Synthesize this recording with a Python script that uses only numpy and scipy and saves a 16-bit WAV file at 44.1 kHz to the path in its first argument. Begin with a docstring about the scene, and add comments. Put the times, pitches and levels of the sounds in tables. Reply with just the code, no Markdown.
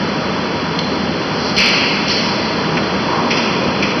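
"""In a hard-walled animal enclosure, ventilation drones: broad air noise over duct resonances.
Metal clicks at a barred gate, which rubs as it swings shut, then clanks and rattles against its
frame, the impacts exciting the modes of its bars. Two keepers' boots tap and scuff across the floor,
heavy contacts thud, and the room reverberates. A security camera microphone saturates unevenly on
the peaks and passes only a narrow band."""
import sys
import numpy as np
from scipy import signal
from scipy.fft import rfft, irfft
from scipy.io import wavfile

SR = 44100
rng = np.random.default_rng(int(sys.argv[2]) if len(sys.argv) > 2 else 0)


def transcribe(u):
    """Save the signal u as a 16-bit wav file named by the first command-line argument.

    u: samples, shape (n,) or (channels, n), limited to [-1, 1]; the rate is SR.
    q: integer samples, one column per channel.
    """
    v = np.clip(np.atleast_2d(u).T, -1, 1)
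    q = np.round(v * 32767).astype(np.int16)
    wavfile.write(sys.argv[1], SR, q)


N = 176400


def amp(db):
    """Amplitude ratio of a level in decibels."""
    return 10 ** (np.asarray(db) / 20)


def unit(x):
    """Normalisation to rms 1."""
    return x / np.sqrt(np.mean(x ** 2) + 1e-20)


def read(points, hz):
    """Interpolation on a log-frequency axis."""
    f, value = np.transpose(points)
    return np.interp(np.log(hz + 1), np.log(f + 1), value)


def level(points):
    """Gain curve interpolated through (time [s], level [dB]) points."""
    return amp(np.interp(np.arange(N) / SR, *np.transpose(points)))


def add(mix, start_s, sound):
    """Superposition of a delayed sound on the mix."""
    part = mix[round(start_s * SR):][:len(sound)]
    part += sound[:len(part)]


def noise(spectrum, tilt_db=0):
    """Spectrally shaped noise, tilted by tilt_db per octave from 1 to 7 kHz."""
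    hz = np.fft.rfftfreq(N, 1 / SR)
    octaves = np.log2(np.clip(hz, 1000, 7000))
    gain = amp(read(spectrum, hz) + tilt_db * octaves)
    return unit(irfft(rfft(rng.standard_normal(N)) * gain, N))


def band(centre_hz, half_width_hz):
    """Resonance driven by noise: a Lorentzian peak in the spectrum."""
    hz = np.fft.rfftfreq(N, 1 / SR)
    detuning = (hz - centre_hz) / half_width_hz
    return unit(irfft(rfft(rng.standard_normal(N)) / (1 + detuning ** 2), N))


def burst(decay_s, attack_s):
    """Contact envelope: exponential rise, Gaussian decay."""
    t = np.arange(SR // 2) / SR
    return (1 - np.exp(-t / attack_s)) * np.exp(-.5 * (t / decay_s) ** 2)


# Air noise spectrum (frequency [Hz], relative level [dB])
AIR_SPECTRUM = [(20, -20.5), (48, -24.5), (66, -25), (85, -11.5), (115, -6.5), (160, -1.5), (230, 2),
                (350, -2), (520, -3), (700, -9), (880, -8.5), (1020, -6.5), (1350, -9), (1700, -13),
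                (2700, -15), (4300, -15.5), (5200, -20.5), (6000, -26.5)]
# Fan and duct resonances (frequency [Hz], half-width [Hz], level [dB])
DUCT_MODES = [(77.4, 3.4, -40), (98, 11, -42.5), (162.7, 6, -31), (198, 5, -29), (234.4, 13, -33),
              (625.6, 8, -36), (797.5, 12, -38.5), (970, 6.9, -41.5), (953.7, 6.2, -33.5)]
# Slow drift of the ventilation (time [s], gain [dB])
VENT_DRIFT = [(0, -1.5), (1.1, -1.9), (1.6, -0.5), (2.3, -0.75), (2.8, -0.06), (3.4, 0.1), (4, -1)]
def ventilation(air_db=-16.5):
    """Broadband flow noise, with a hum from narrow fan and duct resonances."""
    hum = sum(amp(db) * band(hz, width) for hz, width, db in DUCT_MODES)
    return (amp(air_db) * noise(AIR_SPECTRUM) + hum) * level(VENT_DRIFT)


# Latch resonances (frequency [Hz], half-width [Hz], relative level [dB])
LATCH_MODES = [(3020, 730, 4.5), (4220, 360, 1), (5200, 550, -6.5)]
def latch(start_s=.7885, click_db=-12, ring_db=-30, room_db=-4, attack_s=.0006):
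    """Damping in a small metal impact: broad resonances click, a narrow one rings on."""
    click, ring = np.zeros((2, N))
    short, long = burst(.0055, attack_s), burst(.09, attack_s)
    metal = unit(sum(amp(db) * band(hz, width) for hz, width, db in LATCH_MODES))
    add(click, start_s, amp(click_db) * short * metal[:len(short)])
    add(ring, start_s, amp(ring_db) * long * band(4180, 90)[:len(long)])
    return click + ring + amp(room_db) * room(click)


# Reverberation of the enclosure (frequency [Hz], time to fall 60 dB [s])
ROOM_T60 = [(100, 0.82), (1000, 2.6), (2500, 2.01), (4500, 2.18), (6500, 1.37)]
def room(x, build_s=.0082):
    """Reverberation: a diffuse field builds up, then decays exponentially at each band's own rate."""
    hz, t, field = signal.stft(rng.standard_normal(2 * SR), SR, nperseg=256)
    field = field * amp(-60 * t / read(ROOM_T60, hz)[:, None])
    tail = signal.istft(field * (1 - np.exp(-t / build_s)), SR, nperseg=256)[1]
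    return signal.fftconvolve(x, tail / np.linalg.norm(tail))[:N]


# Rubbing of the swinging gate (time [s], level [dB])
SWING_RUB = [(1.15, -54), (1.35, -32), (1.48, -24), (1.56, -31), (1.62, -68)]
# Blows on the frame (time [s], level [dB], decay [s], tilt [dB/octave])
GATE_IMPACTS = [(1.564, -11, 0.019, 6), (1.577, -8, 0.028, 2.5), (1.601, -7, 0.0093, -2),
                (1.61, -12.5, .03, -7.5), (1.656, -12.5, .03, -2.5), (2.079, -13.5, 0.056, 8),
                (2.104, -17, 0.016, -6)]
# Clatter spectrum (frequency [Hz], relative level [dB])
CLATTER_SPECTRUM = [(100, -22.5), (700, -30.5), (1300, -9.5), (1800, -6), (2050, -1), (2350, 4),
                    (3000, 1.5), (3400, -3), (4500, 1.5), (5300, -5.5), (6200, -15.5)]
# Modes of the bars (frequency [Hz], relative level [dB], time to fall 60 dB [s])
BAR_MODES = [(2217, -3.5, 1.3), (2337, 3.5, 1), (2326, -23.5, 1), (2499, -11.5, .8), (2670, -1.5, .8),
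             (3136, -3, 1), (4489, -6, 3.6), (4280, 6, 1), (4520, 3.5, .9)]
def gate(direct_db=-1, room_db=1, ring_db=-13, attack_s=.0011, chatter_hz=177, chatter_db=2):
    """Friction as the gate swings shut, then impacts that excite the damped modes of its bars."""
    rub = band(centre_hz=4600, half_width_hz=920) * level(SWING_RUB)
    clatter = np.zeros(N)
    for s, db, decay_s, tilt_db in GATE_IMPACTS:
        shape = burst(decay_s, attack_s)
        add(clatter, s, amp(db) * shape * noise(CLATTER_SPECTRUM, tilt_db)[:len(shape)])
    # The loose bars chatter, modulating the amplitude.
    clatter *= unit(amp(chatter_db * band(chatter_hz, chatter_hz / 2)))
    t = np.arange(SR) / SR
    bars = sum(amp(db - 60 * t / t60) * np.sin(2 * np.pi * (hz * t + rng.random()))
               for hz, db, t60 in BAR_MODES)
    ring = unit(signal.fftconvolve(clatter, bars)[:N]) * clatter.std()
    return rub + amp(direct_db) * clatter + amp(room_db) * room(clatter) + amp(ring_db) * ring


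# Heavier blows of gate and boots (time [s], level [dB])
HEAVY_CONTACTS = [(1.566, -25), (2.08, -35), (3.302, -36), (3.82, -45)]
def thuds(hz=38, decay_s=.02, attack_s=.004):
    """Each heavy contact drives a strongly damped low-frequency oscillation."""
    out, shape = np.zeros(N), burst(decay_s, attack_s)
    pulse = shape * np.sin(2 * np.pi * hz * np.arange(len(shape)) / SR)
    for s, db in HEAVY_CONTACTS:
        add(out, s, amp(db) * pulse)
    return out


# Boot strikes (time [s], level [dB], decay [s], tilt [dB/octave], room gain [dB])
BOOT_IMPACTS = [(2.769, -13.5, 0.011, -10, -11.5), (3.305, -10, 0.017, -0.5, 1), (3.368, -13.5, .018, 2, 0),
                (3.823, -11.5, 0.016, -3, -1)]
# Boot tap spectrum (frequency [Hz], relative level [dB])
TAP_SPECTRUM = [(100, -25.5), (900, -22), (1600, -13.5), (2100, -4.5), (2550, 2), (2950, -5.5),
                (3300, -3.5), (4100, -11), (4650, -5.5), (6200, -15.5)]
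def taps(attack_s=.0016):
    """Impact noise: brief contact of boot and hard floor radiates a broadband slap."""
    direct, to_room = np.zeros((2, N))
    for s, db, decay_s, tilt_db, room_db in BOOT_IMPACTS:
        shape = burst(decay_s, attack_s)
        grit = unit(np.tanh(2 * noise(TAP_SPECTRUM, tilt_db)))  # saturation evens the grain
        slap = amp(db) * shape * grit[:len(shape)]
        add(direct, s, slap)
        add(to_room, s, amp(room_db) * slap)
    return direct + room(to_room)


# Sliding soles (time [s], level [dB], decay [s], centre frequency [Hz])
SOLE_SLIDES = [(3.076, -18.5, .06, 990), (3.116, -18.5, 0.077, 1020), (3.429, -28, 0.074, 1150),
               (3.615, -18, 0.058, 490)]
def scuffs(half_width_hz=150, attack_s=.0088, room_db=-2):
    """Sliding friction of rubber on the floor gives a dull, hollow band of noise."""
    out = np.zeros(N)
    for s, db, decay_s, hz in SOLE_SLIDES:
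        shape = burst(decay_s, attack_s)
        add(out, s, amp(db) * shape * band(hz, half_width_hz)[:len(shape)])
    return out + amp(room_db) * room(out)


def scene():
    """Superposition of all sources at one microphone."""
    return (ventilation() + latch() + gate() + thuds() + taps() + scuffs())[None]


def record(dry, low_cut_hz=35, notch_hz=(3570, 3950), high_cut_hz=6060, clip_at=.73, edge_hz=15800):
    """Nonlinear distortion and band limiting: asymmetric saturation, filters, then hard clipping."""
    ceiling = np.where(dry > 0, .41, 1.55)  # positive half-waves saturate first
    saturated = ceiling * np.tanh(dry / ceiling)
    bass_cut = signal.butter(2, low_cut_hz, "high", fs=SR, output="sos")
    passband = signal.firwin(601, [*notch_hz, high_cut_hz], window=("kaiser", 6), fs=SR)
    narrow = signal.oaconvolve(signal.sosfilt(bass_cut, saturated), passband[None], "same")
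    clipped = np.clip(narrow, -clip_at, clip_at)
    lowpass = signal.firwin(511, edge_hz, window=("kaiser", 9), fs=SR)
    return signal.oaconvolve(clipped, lowpass[None], "same")


dry = scene()
out = record(dry)
transcribe(out)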